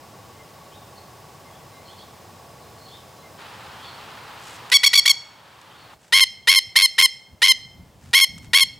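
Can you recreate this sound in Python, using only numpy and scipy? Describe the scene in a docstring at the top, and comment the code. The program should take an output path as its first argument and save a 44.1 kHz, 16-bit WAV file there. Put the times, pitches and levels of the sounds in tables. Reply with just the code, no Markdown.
"""A garden: the air hisses and rumbles, far insects buzz, and a camera whines and ticks as it focuses.
Small birds whistle far off. After 3.3 s the zoom motor takes over from the ticking, then leaves rustle.
At 4.7 s a masked lapwing close by on the lawn scolds four times quickly, and from 6.1 s seven times
at more length, while puffs of air hit the microphone. Each call starts with a creak, stutters as
the voice catches, and ends on a clear held note that echoes from the garden."""
import sys
import numpy as np
from scipy import signal
from scipy.fft import rfft, irfft, next_fast_len
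from scipy.io import wavfile

SR = 44100
rng = np.random.default_rng(int(sys.argv[2]) if len(sys.argv) > 2 else 0)


def wav_record(signal):
    """Record a signal, one row per channel, as 16-bit PCM in the file named by sys.argv[1]."""
    frames = np.transpose(np.atleast_2d(signal))
    bounded = np.clip(frames, -1, 1)
    # unit amplitude maps onto the largest positive 16-bit level
    quanta = np.round(bounded * 32767).astype(np.int16)
    wavfile.write(sys.argv[1], SR, quanta)


N = 387638
TIME = np.arange(N) / SR
CALL_SIZE = 8192   # samples set aside for one call


def from_db(db):
    """Turn decibels into a number to multiply a sound by."""
    return 10 ** (np.asarray(db) / 20)


def rms(x):
    """The average strength of a sound (root mean square)."""
    return np.sqrt(np.mean(x ** 2) + 1e-20)


def level(rows):
    """A volume curve through rows of (time [s], level [dB])."""
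    return from_db(np.interp(TIME, *np.transpose(rows)))


def at_hz(points, hz):
    """Look up a frequency in a table, with octaves evenly spaced."""
    points = np.array(points)
    return np.interp(np.log(np.maximum(hz, 1)), np.log(points[:, 0]), points[:, 1])


def bins(size):
    """The frequencies that rfft splits a sound into."""
    return np.arange(size // 2 + 1) * SR / size


def wander(rate_hz, size):
    """A smooth random wobble of strength 1."""
    x = irfft(rfft(rng.standard_normal(size)) / (1 + (bins(size) / rate_hz) ** 2), size)
    return x / rms(x)


# How alike the two ears' noise is: (frequency [Hz], likeness [0 to 1])
EAR_LIKENESS = [(30, 0.82), (125, 1), (250, 0.83), (600, 0.89), (2000, 0.8), (8000, 1), (15000, 1)]
def stereo_noise(tone):
    """Noise of strength 1, mostly alike in both ears; tone sets the balance of low and high."""
    size = next_fast_len(N)
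    hz = bins(size)
    alike = np.clip(at_hz(EAR_LIKENESS, hz), 0, 1)
    mid, side = rfft(rng.standard_normal((2, size))) * from_db(at_hz(tone, hz))
    x = irfft(np.sqrt(1 + alike) * mid + np.sqrt(1 - alike) * side * [[1], [-1]], size)[:, :N]
    return x / rms(x)


# Tone of still air: (frequency [Hz], relative level [dB])
AIR_TONE = [(30, -20.5), (55, -10), (90, 3.5), (130, 3.5), (260, -4.5), (480, -2), (850, -1.5),
            (1100, -5.5), (1250, -9.5), (2500, -14.5), (5000, -17), (8000, -19.5), (11500, -24.5),
            (15800, -25.5)]
# Its loudness: (time [s], level [dB])
AIR_LEVEL = [(0, -46), (4.68, -46), (4.76, -55), (5.25, -54.5), (5.94, -50.5), (5.98, -57), (7.2, -58),
             (7.9, -55), (8.79, -57.5)]
def air_and_whine(whine_hz=14998, whine_db=-22):
    """Still air hisses; the camera's thin whistle rises and falls with it, 22 dB weaker."""
    whine = from_db(whine_db) * np.sqrt(2) * np.sin(2 * np.pi * whine_hz * TIME)
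    return level(AIR_LEVEL) * (stereo_noise(AIR_TONE) + whine)


# Tone of air on the microphone: (frequency [Hz], relative level [dB])
RUMBLE_TONE = [(20, -16.5), (50, -5), (90, 4), (160, 0.5), (260, -8.5), (400, -24), (900, -42)]
def rumble():
    """Air rumbles unevenly on the microphone: a faint draught, later joined by puffs."""
    strength = from_db(-67) + gusts()
    return strength * stereo_noise(RUMBLE_TONE) * from_db(3.0 * wander(15, N) - 1.5)


# Tone of far insects: (frequency [Hz], relative level [dB])
INSECT_TONE = [(3500, -45), (4800, -14), (5130, 0), (5450, -14), (7000, -45)]
# Their loudness: (time [s], level [dB])
INSECT_LEVEL = [(0, -67), (3.3, -64.5), (4.7, -68), (4.8, -80), (8.79, -80)]
def insects():
    """Far insects blend into one thin, high buzz."""
    return level(INSECT_LEVEL) * stereo_noise(INSECT_TONE)


# Ringing notes of the lens barrel: (pitch [Hz], kick strength [dB], time to fade by 60 dB [s])
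BARREL_NOTES = [(1120, -45.3, .085), (835, -51.5, .07), (765, -51.5, .07)]
def focus_motor(steps_per_s=19.03, stop_s=3.36, uneven_db=1.2):
    """Each step of the lens kicks its barrel, which rings briefly."""
    steps = (np.arange(.03, stop_s, 1 / steps_per_s) * SR).astype(int)
    out, t = np.zeros(N), np.arange(SR // 5) / SR
    for hz, db, fade_s in BARREL_NOTES:
        kicks = np.zeros(N)
        kicks[steps] = from_db(db + uneven_db * rng.standard_normal(len(steps)))
        ring = np.sin(2 * np.pi * hz * t) * from_db(-60 * t / fade_s) * 2 * (1 - np.exp(-t / .0068))
        out += signal.fftconvolve(kicks, ring)[:N]
    return out


def chirp(start, length, db, first_hz, last_hz, warble, flutter_db=3.0):
    """One small bird's sliding note, wobbling in pitch and loudness."""
    out, size, i = np.zeros(N), int(length * SR), int(start * SR)
    hz = np.linspace(first_hz, last_hz, size) * (1 + 2 * warble * wander(120, CALL_SIZE * 4)[:size])
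    shape = np.sqrt(np.hanning(size)) * from_db(flutter_db * wander(50, CALL_SIZE * 4)[:size])
    out[i:i + size] = from_db(db) * shape / rms(shape) * np.sin(2 * np.pi * np.cumsum(hz) / SR)
    return out


# One bird's plain, sinking whistles: (time [s], length [s], level [dB])
WHISTLES = [(.34, .12, -58), (1.44, .08, -61), (1.712, .14, -59), (3.218, .077, -55)]
# Another's upward slide, paired with a higher, sinking note:
# (time [s], length [s], level [dB], delay of the high note [s])
NOTE_PAIRS = [(.716, .055, -53, .235), (1.868, .075, -52.5, -.03), (1.966, .078, -53, -.01),
              (2.84, .165, -52.5, -.075), (3.77, .13, -49.5, .05), (5.69, .12, -58, .06)]
def songbirds(twitters=11, twitters_until_s=4.5, echo_db=1.3):
    """Two far birds repeat their notes among faint random twitters, all blurred by echo."""
    out = sum(chirp(start, length, db, 2130, 2040, warble=.003) for start, length, db in WHISTLES)
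    for start, length, db, delay in NOTE_PAIRS:
        out += chirp(start, length, db, 3030, 3780, warble=.022)
        out += chirp(start + delay, length, db - 1, 4380, 4220, warble=.015)
    for when, height, slope in rng.random((twitters, 3)):
        first_hz = 2900 * (5000 / 2900) ** height
        last_hz = first_hz * (1 + .05 * (2 * slope - 1))
        out += chirp(when * twitters_until_s, .08, -62, first_hz, last_hz, warble=.012)
    return out + from_db(echo_db) * garden_echo(out)


# Tone of the garden's echo: (frequency [Hz], relative level [dB])
ECHO_TONE = [(500, -16), (1100, -11), (2100, 0.5), (2650, -3), (3200, -1.5), (4300, -1), (5400, 1),
             (6500, 1), (8000, -4), (11000, -10), (16000, -17.5)]
# How long it lasts: (frequency [Hz], time to fade by 60 dB [s])
ECHO_FADE = [(500, .25), (1100, .3), (2100, 0.69), (3100, 0.53), (7000, 0.51), (14000, 0.31)]
def garden_echo(x, width=.2, early_db=5.0, early_s=.042):
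    """Sound bounces off ground, shrubs and fences; the middle pitches linger longest."""
    t = np.arange(SR) / SR
    noise, echo = rfft(rng.standard_normal((2, SR))), 0
    edges = np.geomspace(300, 17000, 13)
    for low, high in zip(edges, edges[1:]):
        hz = np.sqrt(low * high)
        band = irfft(noise * ((bins(SR) >= low) & (bins(SR) < high)), SR)
        echo = echo + band * from_db(at_hz(ECHO_TONE, hz) - 60 * t / at_hz(ECHO_FADE, hz))
    echo = echo * np.clip(t / .0084, 0, 1) * from_db(early_db * np.exp(-t / early_s)) / np.sqrt(.06 * SR)
    mid, side = signal.fftconvolve(x[None], echo, axes=1)[:, :N]
    return mid + width * side * np.array([[1], [-1]])


# Tone of the zoom motor: (frequency [Hz], relative level [dB])
ZOOM_TONE = [(200, -26), (600, -11.5), (850, 0.5), (1150, 0), (1700, -5), (2200, -7.5), (3200, -8),
             (4600, -13), (6000, -24), (9000, -28.5), (15000, -44.5)]
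# Its loudness: (time [s], level [dB])
ZOOM_LEVEL = [(0, -100), (3.33, -100), (3.39, -43), (4.68, -43), (4.76, -50.5), (5.3, -52), (5.94, -49),
              (5.99, -100), (8.79, -100)]
def zoom_motor():
    """The camera's zoom motor whirs faintly, with a slight flutter."""
    return level(ZOOM_LEVEL) * stereo_noise(ZOOM_TONE) * from_db(wander(60, N))


# Tone of leaves: (frequency [Hz], relative level [dB])
LEAF_TONE = [(500, -20.5), (1500, 3), (4000, -3), (8000, -2.5), (11000, -14), (16000, -24.5)]
# Each rustle: (time [s], length [s], level [dB])
RUSTLES = [(4.372, 0.25, -46.5), (4.699, 0.004, -34), (5.613, .006, -51), (5.982, 0.14, -58),
           (7.988, 0.16, -56), (8.375, 0.013, -45), (8.417, .06, -54)]
def leaves(grain_db=3.5):
    """Leaves stir in short, grainy swishes and ticks."""
    swells = sum(from_db(db) * np.sin(np.pi * np.clip((TIME - start) / length, 0, 1))
                 for start, length, db in RUSTLES)
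    return swells * from_db(grain_db * wander(120, N)) * stereo_noise(LEAF_TONE)


# The lapwing's calls: (start [s], end of creak [s], start of held note [s], end [s], held pitch [Hz],
# time between catches [s], time for catches to reach full depth [s], held level [dB], echo level [dB])
CALLS = [ (4.716, 4.735, 4.7368, 4.775, 1130, .02, .003, -9, -11),
         (4.832, 4.842, 4.8577, 4.884, 1139, .02, .01, -9.5, -9),
         (4.931, 4.94, 4.9715, 5.002, 1132, .0215, .011, -9.2, -11),
         (5.055, 5.061, 5.0907, 5.120, 1124, .0168, .01, -9.6, -13),
         (6.123, 6.1354, 6.2022, 6.244, 1066, .0102, .062, -10.5, -14.5),
         (6.472, 6.486, 6.555, 6.595, 1070, .0105, .046, -11.5, -14),
         (6.756, 6.763, 6.8165, 6.865, 1068, .0105, .024, -11.5, -13.5),
         (6.981, 6.989, 7.0192, 7.065, 1067, .0105, .02, -10.5, -15),
         (7.418, 7.431, 7.4785, 7.526, 1055, .0103, .035, -10.5, -14.5),
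         (8.1315, 8.147, 8.2072, 8.25, 1082, .0107, .054, -11.3, -15.5),
         (8.532, 8.546, 8.6028, 8.64, 1089, .0107, .036, -11.5, -15)]
# Difference between the microphone's left and right openings: (frequency [Hz], relative level [dB])
MIC_DIFFERENCE = [(1000, -29.5), (2500, -27), (5000, -27), (9000, -26.5), (13000, -19)]
def lapwing():
    """The bird scolds from straight ahead, and the garden echoes each call."""
    mid, side, to_garden = np.zeros((3, N + CALL_SIZE))
    difference = from_db(at_hz(MIC_DIFFERENCE, bins(CALL_SIZE)))
    for start, *shape, echo_db in CALLS:
        near, carrying = call(start, *shape)
        near, i = ground_spread(near), int(start * SR)
        mid[i:i + CALL_SIZE] += near
        side[i:i + CALL_SIZE] += irfft(1j * rfft(near) * difference)
        to_garden[i:i + CALL_SIZE] += carrying * from_db(echo_db)
    direct = mid[:N] * from_db([[.1], [-.1]]) + side[:N] * np.array([[1], [-1]])
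    return direct + garden_echo(to_garden[:N])


def pulses(cycles, harmonics):
    """One sharp pulse of air for each cycle of the voice."""
    return .5 + np.cos(2 * np.pi * np.arange(1, harmonics + 1)[:, None] * cycles).sum(axis=0)


def throat(x, tone_db):
    """The throat rings after each pulse, never before it (a minimum-phase filter)."""
    cepstrum = irfft(np.log(from_db(tone_db)))
    cepstrum[1:len(x) // 2] *= 2
    cepstrum[len(x) // 2 + 1:] = 0
    return irfft(rfft(x) * np.exp(rfft(cepstrum)))


TONE_PITCH_HZ = 1065   # the next three tables describe a call at this pitch
# Tone of the creak: (frequency [Hz], relative level [dB])
CREAK_TONE = [(100, -43), (380, -27), (920, -18), (1500, -13.5), (1850, 0), (2200, -9.5), (3000, -10),
              (3700, -7), (5300, -16.5), (6600, -25), (8000, -24), (9800, -20), (13000, -35.5),
              (16000, -44)]
# Tone of the four quick calls, sung farther off and facing away: (frequency [Hz], relative level [dB])
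QUICK_TONE = [(150, -47), (750, -27.5), (1065, -21.5), (2130, -4), (3200, 0), (4260, 0), (5320, -6.5),
              (6400, -10.5), (7450, -14), (8500, -18.5), (9700, -18.5), (10700, -15), (12800, -26),
              (15500, -37.5)]
# Tone of the throat in the seven longer calls: (frequency [Hz], relative level [dB])
LONG_TONE = [(200, -50), (750, -20.5), (1065, -19), (2130, -2.5), (3200, -1), (4260, -2), (5320, -4.5),
             (6400, -13), (7450, -18), (8500, -16.5), (9700, -11.5), (11600, -16), (13300, -26),
             (15500, -34.5)]
def call(start, creak_end, held_from, end, pitch_hz, spacing, build_s, held_db,
         stutter_db=-10, swell_db=1.7, fall=.093, fall_s=.025, quick_until_s=5.5):
    """A creak, a stutter, then a note that swells and falls. Returns the near sound and what echoes."""
    t, hz = start + np.arange(CALL_SIZE) / SR, bins(CALL_SIZE)
    openness, bend, rough = catches(t, plan_catches(creak_end, held_from, spacing, build_s))
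    creaking = np.clip((creak_end - t) / .0017, 0, 1)
    before_note = t < held_from
    held = np.clip((t - held_from) / (end - held_from), 0, 1)

    # The pitch climbs out of the creak, shakes, and falls at the end.
    settled = np.clip(held_from, creak_end + .0045, creak_end + .02)
    rise = np.interp(t, [start, creak_end, creak_end + .0024, settled], [.84, .915, .958, 1])
    falling = np.clip(1 + (t - end) / fall_s, 0, 1) ** 2.75
    rough = rough + .15 * falling   # the note frays as it falls
    shake = (.0015 + .007 * before_note + .025 * rough + .019 * creaking) * wander(520, CALL_SIZE)
    cycles = np.cumsum(pitch_hz * (rise * (1 - fall * falling) + bend + shake)) / SR

    # Breath drives the voice. After a catch, pulses alternate strong and weak, and the air hisses more.
    effort_db = np.where(before_note, stutter_db, held_db + swell_db * (held - .5))
    fade_out = np.sin(np.pi / 2 * np.clip((end - t) / .0071, 0, 1)) ** 2
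    uneven = from_db(1.2 * before_note * wander(90, CALL_SIZE))
    flow = from_db(effort_db) * openness * (1 - creaking) * fade_out * uneven
    buzz = pulses(cycles, harmonics=16) * (1 + .44 * rough * np.cos(np.pi * cycles))
    hiss = np.pi * (.022 + .36 * rough) * rng.standard_normal(CALL_SIZE)
    voice = flow * (buzz + hiss * (1 + np.cos(2 * np.pi * cycles)))

    # The throat follows the pitch: higher calls are brighter, and no two are shaped alike.
    tilt_db = 5.0 * np.log2(pitch_hz / TONE_PITCH_HZ) * np.log2(np.maximum(hz, 1000) / 3200)
    scaled_hz = hz * TONE_PITCH_HZ / pitch_hz
    throat_db = at_hz(QUICK_TONE if start < quick_until_s else LONG_TONE, scaled_hz) + tilt_db
    throat_db += np.interp(hz, np.arange(16) * pitch_hz, 1.3 * rng.standard_normal(16))

    # The bill opens wide only for the held note, which is brighter and carries further.
    wide = np.clip((t - held_from) / .0065, 0, 1)
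    muffle_db = -3.5 * np.clip(np.log2(scaled_hz / 2200 + 1e-9), 0, 1)
    stutter = throat(voice * (1 - wide), throat_db + muffle_db)
    note = throat(voice * wide, throat_db)
    note *= rms(flow * wide) / rms(note)

    # The creak is separate pulses at half the pitch, growing in strength.
    push_db = stutter_db + np.interp(t, [start, start + .0065, creak_end], [-8, -2, -1])
    push = from_db(push_db) * creaking * np.clip((t - start) / .0008, 0, 1)
    snaps = pulses(cycles / 2 - .2, harmonics=36) * (1 + .25 * wander(400, CALL_SIZE))
    snaps += .9 * rng.standard_normal(CALL_SIZE)
    creak = throat(push * snaps, at_hz(CREAK_TONE, scaled_hz) + tilt_db)

    harsh = stutter * rms(flow * (1 - wide)) / rms(stutter) + creak * rms(push) / rms(creak)
    carry = from_db(-10 * falling)   # the bill closes as the pitch falls
    return harsh + note, from_db(-6) * harsh + carry * note


def ground_spread(x, centre_hz=3600, width_hz=2150):
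    """The ground's reflection delays the middle frequencies a little, which spreads each pulse."""
    radius = np.exp(-np.pi * width_hz / SR)
    poles = [1, -2 * radius * np.cos(2 * np.pi * centre_hz / SR), radius * radius]
    return signal.lfilter(poles[::-1], poles, x + 1e-18)


def plan_catches(creak_end, held_from, spacing, build_s, full_db=-17.5, free_s=.008):
    """The voice catches evenly, deeper as strain builds: rows of (time [s], depth [dB], length [s])."""
    times = np.append(held_from, np.arange(held_from - spacing, creak_end + free_s, -spacing))
    strain = np.clip((times - creak_end) / build_s, 0, 1) ** 2
    depth_db = full_db * strain * np.where(times == held_from, .8, 1)   # the last is shallower
    length = .0064 * (spacing / .0105) ** .5 * (.55 + .45 * strain)   # slower catches last longer
    return np.transpose([times, depth_db, length])


def catches(t, plan, swing=.0558, tighten_s=.0046, relax_s=.00322, slip_s=.0007, rough_s=.0025):
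    """The voice box tightens until it chokes, then restarts low; deeper catches are rougher."""
    openness, bend, rough = np.ones_like(t), np.zeros_like(t), np.zeros_like(t)
    for when, depth_db, length in plan:
        choke = 1.5 - np.exp(-(depth_db / 11.5) ** 2)
        since = t - when - .00085   # the pitch slips just after the tightest moment
        nearness = np.exp(-np.abs(since) / np.where(since < 0, tighten_s, relax_s))
        openness *= from_db(depth_db * np.exp(-np.abs((t - when) / (.46 * length)) ** 2.6))
        bend -= swing * (1.25 * choke + .15) * np.tanh(since / slip_s) * nearness
        rough += choke * np.exp(-((t - when - .39 * length) / rough_s) ** 2)
    return openness, bend, rough


# Puffs of air on the microphone: (time [s], length [s], strength [dB])
GUSTS = [(5.92, .1, -56), (6.25, .22, -60), (6.64, .08, -50), (7.27, .11, -52), (7.52, .22, -51),
         (7.73, .42, -47.5), (8.28, .28, -41.5), (8.62, .2, -53)]
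def gusts(rise_s=.025, fall_s=.04):
    """A volume curve for the rumble: each puff of air rises, holds and falls."""
    return sum(
        from_db(db) * np.clip(np.minimum((TIME - start) / rise_s, (start + length - TIME) / fall_s), 0, 1)
        for start, length, db in GUSTS)


def scene():
    """The lapwing over the quiet garden and the camera's own noises."""
    background = air_and_whine() + zoom_motor() + rumble()
    return background + lapwing() + songbirds() + leaves() + focus_motor() + insects()


def record(dry, ceiling=.91, cutoff_hz=15900):
    """Round off the tallest peaks and cut the very highest treble."""
    rounded = dry / (1 + (dry / ceiling) ** 8) ** (1 / 8)
    return signal.sosfilt(signal.ellip(10, .1, 80, cutoff_hz, fs=SR, output="sos"), rounded)


dry = scene()
out = record(dry)
wav_record(out)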